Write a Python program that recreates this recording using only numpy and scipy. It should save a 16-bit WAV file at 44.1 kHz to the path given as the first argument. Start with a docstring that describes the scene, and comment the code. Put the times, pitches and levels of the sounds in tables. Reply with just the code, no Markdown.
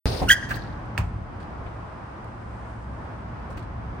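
"""A freewheel buzzes and a tyre hums as a trials bike rolls up a skatepark ramp and thumps over a seam.
The rear brake pads stick and slip in a squeal that echoes off other ramps, the tyre scuffs to a stop,
and the bike hops onto the edge with a sharp knock that booms in the hollow ramp. Chain and spokes
tick as the rider balances, over the rumble of distant traffic and a faint, leafy rustle."""
import sys
import numpy as np
from scipy import signal
from scipy.fft import rfft, irfft, next_fast_len
from scipy.io import wavfile
from scipy.ndimage import uniform_filter1d, map_coordinates

SR = 44100
rng = np.random.default_rng(int(sys.argv[2]) if len(sys.argv) > 2 else 0)


def unload_audio(sound):
    """Save the sound as a 16-bit wav file, at the path given as the first command line argument."""
    columns = np.transpose(np.atleast_2d(sound))
    # keep every value between -1 and 1, then stretch to whole-number steps
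    steps = np.round(np.clip(columns, -1, 1) * 32767)
    wavfile.write(sys.argv[1], SR, steps.astype(np.int16))


N = 176400


def amp(db):
    return 10 ** (np.asarray(db) / 20)


def unit(x):
    return x / np.sqrt(np.mean(x ** 2) + 1e-20)


def clock():
    return np.arange(N) / SR


def along(points, hz):
    """Read (frequency, value) breakpoints on a log frequency axis."""
    freqs, values = np.transpose(points)
    return np.interp(np.log(hz + 1), np.log(freqs + 1), values)


def curves(rows):
    """One automation curve for each column after the time."""
    times, *columns = np.transpose(rows)
    return [np.interp(clock(), times, column) for column in columns]


def during(rows):
    """A gate, open from the first row's time to the last's."""
    return (clock() > rows[0][0]) & (clock() < rows[-1][0])


def wobble(rate):
    """Smooth random modulation, rate knots a second."""
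    return map_coordinates(rng.standard_normal(N // 4), [clock() * rate], mode="wrap")


def pan(db):
    """Stereo gains with the left db above the right."""
    return amp(np.array([[db], [-db]]) / 2)


def filtered(x, response):
    """EQ x with a gain given as a function of frequency."""
    size = next_fast_len(N + SR // 4)
    return irfft(rfft(x, size) * response(np.fft.rfftfreq(size, 1 / SR)), size)[..., :N]


def noise(spectrum):
    """Coloured stereo noise of rms 1, near mono in the bass and wide on top."""
    # stereo image: f/Hz, left-right correlation
    likeness = [(40, 0.98), (130, 0.88), (260, 0.78), (500, 0.23), (1000, 0.13), (2000, 0), (5000, 0.037)]

    def mid_side_eq(hz):
        width = np.arccos(np.clip(along(likeness, hz), -1, 1)) / 2
        return amp(along(spectrum, hz)) * [np.cos(width), np.sin(width)]

    mid, side = filtered(rng.standard_normal((2, N)), mid_side_eq)
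    return unit(np.array([mid + side, mid - side]))


def strike(start, attack, t60):
    """Envelope of a hit; all times in seconds."""
    age = np.maximum(clock() - start, 0)
    return (1 - np.exp(-age / attack)) * amp(-60 * np.minimum(age / t60, 4))


def ring(modes, start, attack, spread):
    """Struck, decaying modes; each channel's phases scatter by about spread radians."""
    t = np.arange(SR // 2) / SR
    tone = sum(amp(db - 60 * t / t60) * np.sin(2 * np.pi * hz * t + spread * rng.standard_normal((2, 1)))
               for hz, db, t60 in modes)
    return np.pad(tone * (1 - np.exp(-t / attack)), ((0, 0), (round(start * SR), N)))[:, :N]


def park(x):
    """Diffuse reverb of the ramps and trees."""
    # reverb time: f/Hz, t60/s
    decay = [(200, .4), (1700, 1), (4000, 0.79), (8000, 0.9), (14000, 0.27)]
    hz, t, bands = signal.stft(rng.standard_normal((2, SR)), SR, nperseg=256)
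    tail = signal.istft(bands * amp(-60 * t / along(decay, hz)[:, None]), SR, nperseg=256)[1]
    return signal.fftconvolve(x, tail / np.linalg.norm(tail[0]), axes=1)[:, :N]


def freewheel(click_t60=0.043, scatter_db=3):
    """Pawls buzz over the ratchet, thinning to clicks as the wheel slows."""
    # ratchet buzz: t/s, level/dB, click rate/Hz
    coasting = [(.057, -37, 266), (.14, -38.5, 310), (.205, -41.5, 200), (.26, -62, 150), (.58, -57.5, 45),
                (.78, -74, 38)]
    # pawl colour: f/Hz, level/dB
    pawl = [(1000, -40), (2800, -9), (4000, 2.5), (5000, 2.5), (6000, -9), (7800, -30), (9200, -22),
            (11500, -50), (16000, -24)]
    db, rate = curves(coasting)
    age = np.cumsum(rate * (1 + 0.17 * wobble(60))) / SR % 1 / rate
    clicks = amp(-60 * age / click_t60 + scatter_db * wobble(90.5))
    clicks /= np.sqrt(np.abs(uniform_filter1d(clicks ** 2, size=2000)) + 1e-9)  # even rms at any rate
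    return during(coasting) * amp(db) * clicks * noise(pawl) * pan(6.7)


def rolling():
    """The tread hums on the ramp, which rumbles under the load."""
    # roll-up: t/s, rumble level/dB, tread level/dB
    roll = [(.057, -19, -26), (.1, -32, -32.5), (.15, -28, -31.5), (.186, -48, -35), (.225, -22, -32),
            (.275, -28, -38), (.34, -36.5, -49), (.48, -36, -50.5), (.52, -33, -42.5), (.6, -33.5, -46.5),
            (.75, -40.5, -58), (.9, -52, -63), (1, -81, -77)]
    # ramp rumble colour: f/Hz, level/dB
    rumble = [(22, -24), (48, -3.5), (90, 0), (160, -10.5), (300, -15.5), (800, -53), (3000, -110)]
    # tread colour: f/Hz, level/dB
    tread = [(80, -30), (220, -6), (450, 2), (800, -1.5), (1200, -11.5), (2400, -15.5), (6000, -28.5),
             (15000, -46.5)]
    rumble_db, tread_db = curves(roll)
    return amp(rumble_db) * noise(rumble) + amp(tread_db + 1.3 * wobble(120)) * noise(tread)


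def chain(links_per_s=100, link_t60=0.046):
    """Link after link seats on the sprocket with a thin tick."""
    # chain tinkle: t/s, level/dB
    fade = [(.057, -46.5), (.2, -50.5), (.28, -54.5), (.33, -65)]
    # link colour: f/Hz, level/dB
    link = [(5000, -20), (7800, -8), (9200, 7.5), (11500, -20), (14000, 0), (16000, -9)]
    db, = curves(fade)
    age = np.cumsum(links_per_s * (1 + 0.055 * wobble(40))) / SR % 1 / links_per_s
    return during(fade) * amp(db) * unit(amp(-60 * age / link_t60)) * noise(link)


def traffic():
    """A bed of far roads: low drone, wavering engine hum and the roar of tyres."""
    # road levels: t/s, drone/dB, roar/dB, low hum/dB, high hum/dB
    swells = [(0, -42.5, -46, -30, -41), (.8, -38, -40, -48, -40.5), (1.25, -37.5, -41, -41, -40),
              (1.7, -39, -41, -41.5, -46.5), (2.1, -42, -41, -53, -46), (2.45, -40, -41, -48, -38),
              (2.75, -39.5, -41.5, -41, -41.5), (3.1, -39.5, -40.5, -40.5, -41.5),
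              (3.65, -37, -41.5, -38, -41), (4, -37.5, -41, -41.5, -42)]
    # idling engines, low and high: f/Hz
    engines = [63.4, 111.2]
    # drone colour: f/Hz, level/dB
    drone = [(24, -50), (37, -3.5), (60, -1), (85, -1.5), (115, -3), (145, -6.5), (220, -7), (350, -22),
             (700, -55), (3000, -100)]
    # tyre roar colour: f/Hz, level/dB
    roar = [(120, -23.5), (300, 0), (450, -3.5), (650, -0.5), (1050, -.5), (1500, -6.5), (2200, -16),
            (3800, -29.5), (6000, -35), (7300, -42.5), (9200, -39.5), (11000, -60)]
    drone_db, roar_db, *hums_db = curves(swells)
    hum = 0
    for hz, db in zip(engines, hums_db):
        level = amp(db + 3.6 * wobble(5.03))
        pitch = hz * (1 + 0.0256 * wobble(15))
        hum += level * np.sin(2 * np.pi * np.cumsum(pitch) / SR)
    return amp(drone_db) * noise(drone) + hum + amp(roar_db + 1.08 * wobble(5.92)) * noise(roar)


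def far_hiss(centre_hz=4900, width_hz=110):
    """A thin, steady band of hiss, barely there."""
    band = filtered(rng.standard_normal((2, N)), lambda hz: np.exp(-((hz - centre_hz) / width_hz) ** 2))
    return amp(-78) * unit(band)


def bonks(t60=0.05):
    """The ramp panel answers the tyre with short hollow notes, pitched by where it is struck."""
    # panel notes: t/s, f/Hz, level/dB
    notes = [(0.2163, 265, -18), (.218, 543, -18.5), (.2235, 744, -13.5), (.2395, 888, -29),
             (.981, 226, -26.5), (.984, 950, -30), (3.494, 520, -31), (3.573, 290, -30)]
    return sum(ring([(hz, db, t60)], start, attack=.0015, spread=.35) for start, hz, db in notes)


def tyre_bounce(start, hz=97.5, rise_s=0.015):
    """The squashed tyre's dull bounce: a few cycles that swell and die."""
    age = np.maximum(clock() - start, 0)
    swell = age / rise_s
    return swell ** 2 * np.exp(2 * (1 - swell)) * np.sin(2 * np.pi * hz * age)


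def thumps():
    """Each landing squashes the tyre, booms in the hollow ramp and rattles its panel."""
    # tyre landings: t/s, boom gain/dB, clatter level/dB
    landings = [(0.217, -26, -21), (0.507, -37, -34.5), (.986, -13.5, -38.5), (1.034, -29.5, -41),
                (1.155, -23, -55)]
    # ramp modes: f/Hz, level/dB, t60/s
    ramp = [(49.54, -9, 0.84), (81, -0.5, 0.37), (101, 7, 0.069), (171.5, -11.5, 0.33)]
    # panel clatter colour: f/Hz, level/dB
    panel = [(100, -28), (240, 12), (500, -1), (780, 7), (1100, -4.5), (1600, -24), (5000, -25),
             (15000, -40.5)]
    clatter = noise(panel)
    mix = 0
    for start, boom_db, clatter_db in landings:
        boom = amp(-5.5) * tyre_bounce(start) + amp(-1.5) * ring(ramp, start, attack=0.019, spread=0.24)
        mix += amp(boom_db) * boom + amp(clatter_db) * clatter * strike(start, attack=0.0028, t60=0.17)
    return mix


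def brake_pad(squeal, jitter, lag_rad, rough_db=3.5):
    """A pad sticks and slips on the rim: an unsteady tone with overtones and friction hiss."""
    # 3rd harmonic upward: level/dB against the octave
    overtones = [-17.5, -11.5, -21, -16.5, -35]
    # friction colour: f/Hz, level/dB
    friction = [(900, -5), (2000, 5.5), (3600, -0.5), (6500, 4), (8000, -2.5), (10500, 0.5), (11800, -17),
                (13500, 3), (16000, -1)]
    hz, fundamental_db, octave_db = curves(squeal)
    phase = 2 * np.pi * np.cumsum(hz * (1 + jitter * wobble(700))) / SR
    levels = [fundamental_db, octave_db] + [octave_db + db for db in overtones]
    stereo_lag = lag_rad * np.array([[.5], [-.5]])
    tone = sum(amp(db + rough_db * wobble(350)) * np.sin(k * phase + stereo_lag * np.sqrt(k))
               for k, db in enumerate(levels, 1))
    hiss = amp(octave_db - 7.5 + 1.5 * wobble(600)) * noise(friction)
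    return during(squeal) * (np.sqrt(2) * tone + hiss)


def near_walls(x, count=6):
    """Early reflections off the ramp, different in each channel."""
    delays = rng.uniform(.001, 0.01, (2, count))
    reflections = [sum(np.roll(channel, round(delay * SR)) for delay in row)
                   for channel, row in zip(x, delays)]
    return np.array(reflections) / np.sqrt(count)


def brake():
    """Both pads squeal; ramps near and far throw the sound back."""
    # leading pad: t/s, f/Hz, fundamental level/dB, octave level/dB
    leading = [(.271, 1520, -52, -62), (.284, 1430, -30, -41), (.29, 1400, -24.5, -21),
               (.297, 1570, -17, -20.5), (.304, 1739, -20, -28.5), (.308, 1645, -14, -17),
               (.314, 1571, -14.5, -19.5), (.323, 1601, -21.5, -18), (.333, 1632, -24, -23.5),
               (.348, 1700, -34, -40)]
    # opposite pad, joining in higher: t/s, f/Hz, fundamental level/dB, octave level/dB
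    opposite = [(.3, 1807, -34, -50), (.303, 1890, -13, -28.5), (.307, 1920, -14, -37),
                (.313, 1862, -21.5, -51), (.324, 1980, -21.5, -45), (.332, 1890, -23, -53),
                (.345, 1960, -31, -57)]
    # pan of the close squeal: f/Hz, L-R/dB
    balance = [(2000, -1), (3200, -4), (4900, -3), (6500, 5), (8800, -11), (10500, -1.5)]
    # slapback off other ramps: delay/s, level/dB, L-R/dB
    slaps = [(.017, -17.5, 0), (.052, -21.5, 3), (.124, -26, 4), (0.267, -32, 5.5)]
    # echo EQ: f/Hz, gain/dB
    echo_eq = [(1700, 3.5), (3200, -12), (4100, -7), (5000, 7), (6500, -5.5), (9300, -9), (12000, -16)]
    squeal = brake_pad(leading, jitter=0.0172, lag_rad=1.0)
    squeal += brake_pad(opposite, jitter=0.01, lag_rad=0.59)
    close = squeal + amp(-12) * near_walls(squeal)
    close = filtered(close, lambda hz: amp(along(balance, hz) * np.array([[.5], [-.5]])))
    echoes = sum(amp(db) * pan(side_db) * np.roll(squeal, round(delay * SR), axis=1)
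                 for delay, db, side_db in slaps)
    far = filtered(echoes + amp(-23) * park(squeal), lambda hz: amp(along(echo_eq, hz)))
    return close + far + amp(-22) * park(squeal)


def scuffs():
    """The locked tyre slides on the gritty surface in short, squeaky scrapes."""
    # slides: peak t/s, rise/s, fall/s, grit gain/dB, squeak gain/dB
    slides = [(0.493, 0.0015, 0.01, -40.5, -47), (.514, 0.0072, 0.013, -36.5, -29),
              (0.56, 0.0086, .009, -39.5, -45)]
    # grit colour: f/Hz, level/dB
    grit_colour = [(500, -2), (2400, 0), (4500, 0), (7000, -7), (9000, -3), (11500, -19), (15500, -1)]
    # rubber squeak colour: f/Hz, level/dB
    squeak_colour = [(900, -26), (1300, -9), (1550, -1.5), (1850, -7), (2200, -18.5), (2800, -19),
                     (4000, -57)]
    t = clock()
    grit = noise(grit_colour) * amp(1.5 * wobble(650))
    squeak = amp(5) * noise(squeak_colour)
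    mix = 0
    for peak, rise, fall, grit_db, squeak_db in slides:
        envelope = np.exp(-np.maximum((peak - t) / rise, (t - peak) / fall))
        mix += envelope * (amp(grit_db) * grit + amp(squeak_db) * squeak)
    return pan(-2.8) * mix


def last_clicks():
    """The freewheel runs down, slow enough to hear each pawl drop."""
    # pawl drops: t/s, level/dB
    drops = [(.5415, -35.5), (.593, -47), (.62, -42.5), (.648, -49), (.6725, -49.5), (.699, -53),
             (.724, -53)]
    # click colour: f/Hz, level/dB
    click = [(3000, -10), (3900, 1), (4550, 5), (5000, -9), (5500, -22), (15000, -35)]
    return noise(click) * sum(amp(db) * strike(start, attack=0.00058, t60=.05) for start, db in drops)


def ticks():
    """Chain and spokes tick as the rider shifts his weight."""
    # small ticks: t/s, level/dB, L-R/dB, t60/s, tilt/(dB per octave)
    hits = [(.857, -58, -5, .029, 2), (1.402, -56.5, -3, .21, 0.5), (1.428, -55.5, -4, .077, -1),
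            (1.662, -35.5, 10, .099, -17), (2.244, -63.5, -17, .032, 10), (3.502, -56, -1, .14, 7),
            (3.525, -56, -1, .046, 5), (3.5747, -41, 0, 0.05, -8.5), (3.592, -54.5, -2, .1, 1),
            (3.625, -56, 6, .1, -1)]
    # tick colour before the tilt: f/Hz, level/dB
    colour = [(800, -8), (2600, 5), (4500, 4), (6200, -7), (9000, -5), (11500, -23), (15000, -22)]
    mix = 0
    for start, db, side_db, t60, tilt in hits:
        tilted = [(hz, band_db + tilt * np.log2(hz)) for hz, band_db in colour]
        mix += amp(db) * pan(side_db) * noise(tilted) * strike(start, attack=0.00043, t60=t60)
    return mix


def knocks():
    """A hard contact snaps, scatters off the ramp, rings the frame and sets loose metal tinkling."""
    # metal knocks: t/s, gain/dB, L-R/dB
    hits = [(0.9779, -22.5, -4.5), (0.983, -36.5, 6), (3.572, -42, 1), (3.578, -44.5, -4)]
    # bike frame modes: f/Hz, level/dB, t60/s
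    frame = [(1430, -7, .05), (1806, -5, .04), (2256, -5, .06), (2520, -1, .06), (4484, -5, .05),
             (8102, -12, .05), (14350, -19, .1), (15400, -16, .08)]
    # crack scattering off the ramp: f/Hz, level/dB
    crack_colour = [(200, 3), (1000, 9), (2700, 2.5), (3500, -9.5), (8500, -17), (11500, -32)]
    # contact snap: f/Hz, level/dB
    snap_colour = [(300, -12.5), (1200, 2.5), (2800, 7.5), (3800, -10.5), (8500, -10), (12000, -24)]
    # loose metal: f/Hz, level/dB
    tinkle_colour = [(3000, -25), (8500, 1), (11500, -16), (14300, -3)]
    crack, snap, tinkle = noise(crack_colour), noise(snap_colour), noise(tinkle_colour)
    mix = 0
    for start, db, side_db in hits:
        knock = amp(-8.5) * ring(frame, start, attack=0.00028, spread=0.61)
        knock += amp(2) * snap * strike(start, attack=.0001, t60=0.014)
        knock += amp(-6.5) * crack * strike(start, attack=.0004, t60=0.17)
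        knock += amp(-15) * tinkle * strike(start, attack=.003, t60=.07)
        mix += amp(db) * pan(side_db) * knock
    return mix


def rustle():
    """A faint, high flutter, like dry leaves."""
    # rustle swells: t/s, level/dB
    swells = [(1.5, -82.5), (1.78, -73), (2.1, -78), (2.7, -70), (3.2, -77), (3.4, -86)]
    # rustle colour: f/Hz, level/dB
    leaves = [(3000, -6), (6000, 2), (9000, 6), (11000, -14), (16000, -25)]
    db, = curves(swells)
    return amp(db + 1.2 * wobble(25)) * noise(leaves)


def scene():
    """The bike's small sounds, with a touch of reverb, join the brake, the ramp and the background."""
    bike = scuffs() + knocks() + ticks() + freewheel() + last_clicks() + chain()
    foreground = brake() + bike + amp(-20) * park(bike) + rolling() + thumps() + bonks()
    return foreground + traffic() + far_hiss() + rustle()


def record(dry, start_s=.057, ceiling_db=-1.5, top_hz=15850):
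    """The sound cuts in from silence, soft-clipped and then low-passed."""
    gated = dry * (clock() > start_s)
    rounded = gated / (1 + np.abs(gated / amp(ceiling_db)) ** 8) ** (1 / 8)
    return filtered(rounded, lambda hz: hz < top_hz)


dry = scene()
out = record(dry)
unload_audio(out)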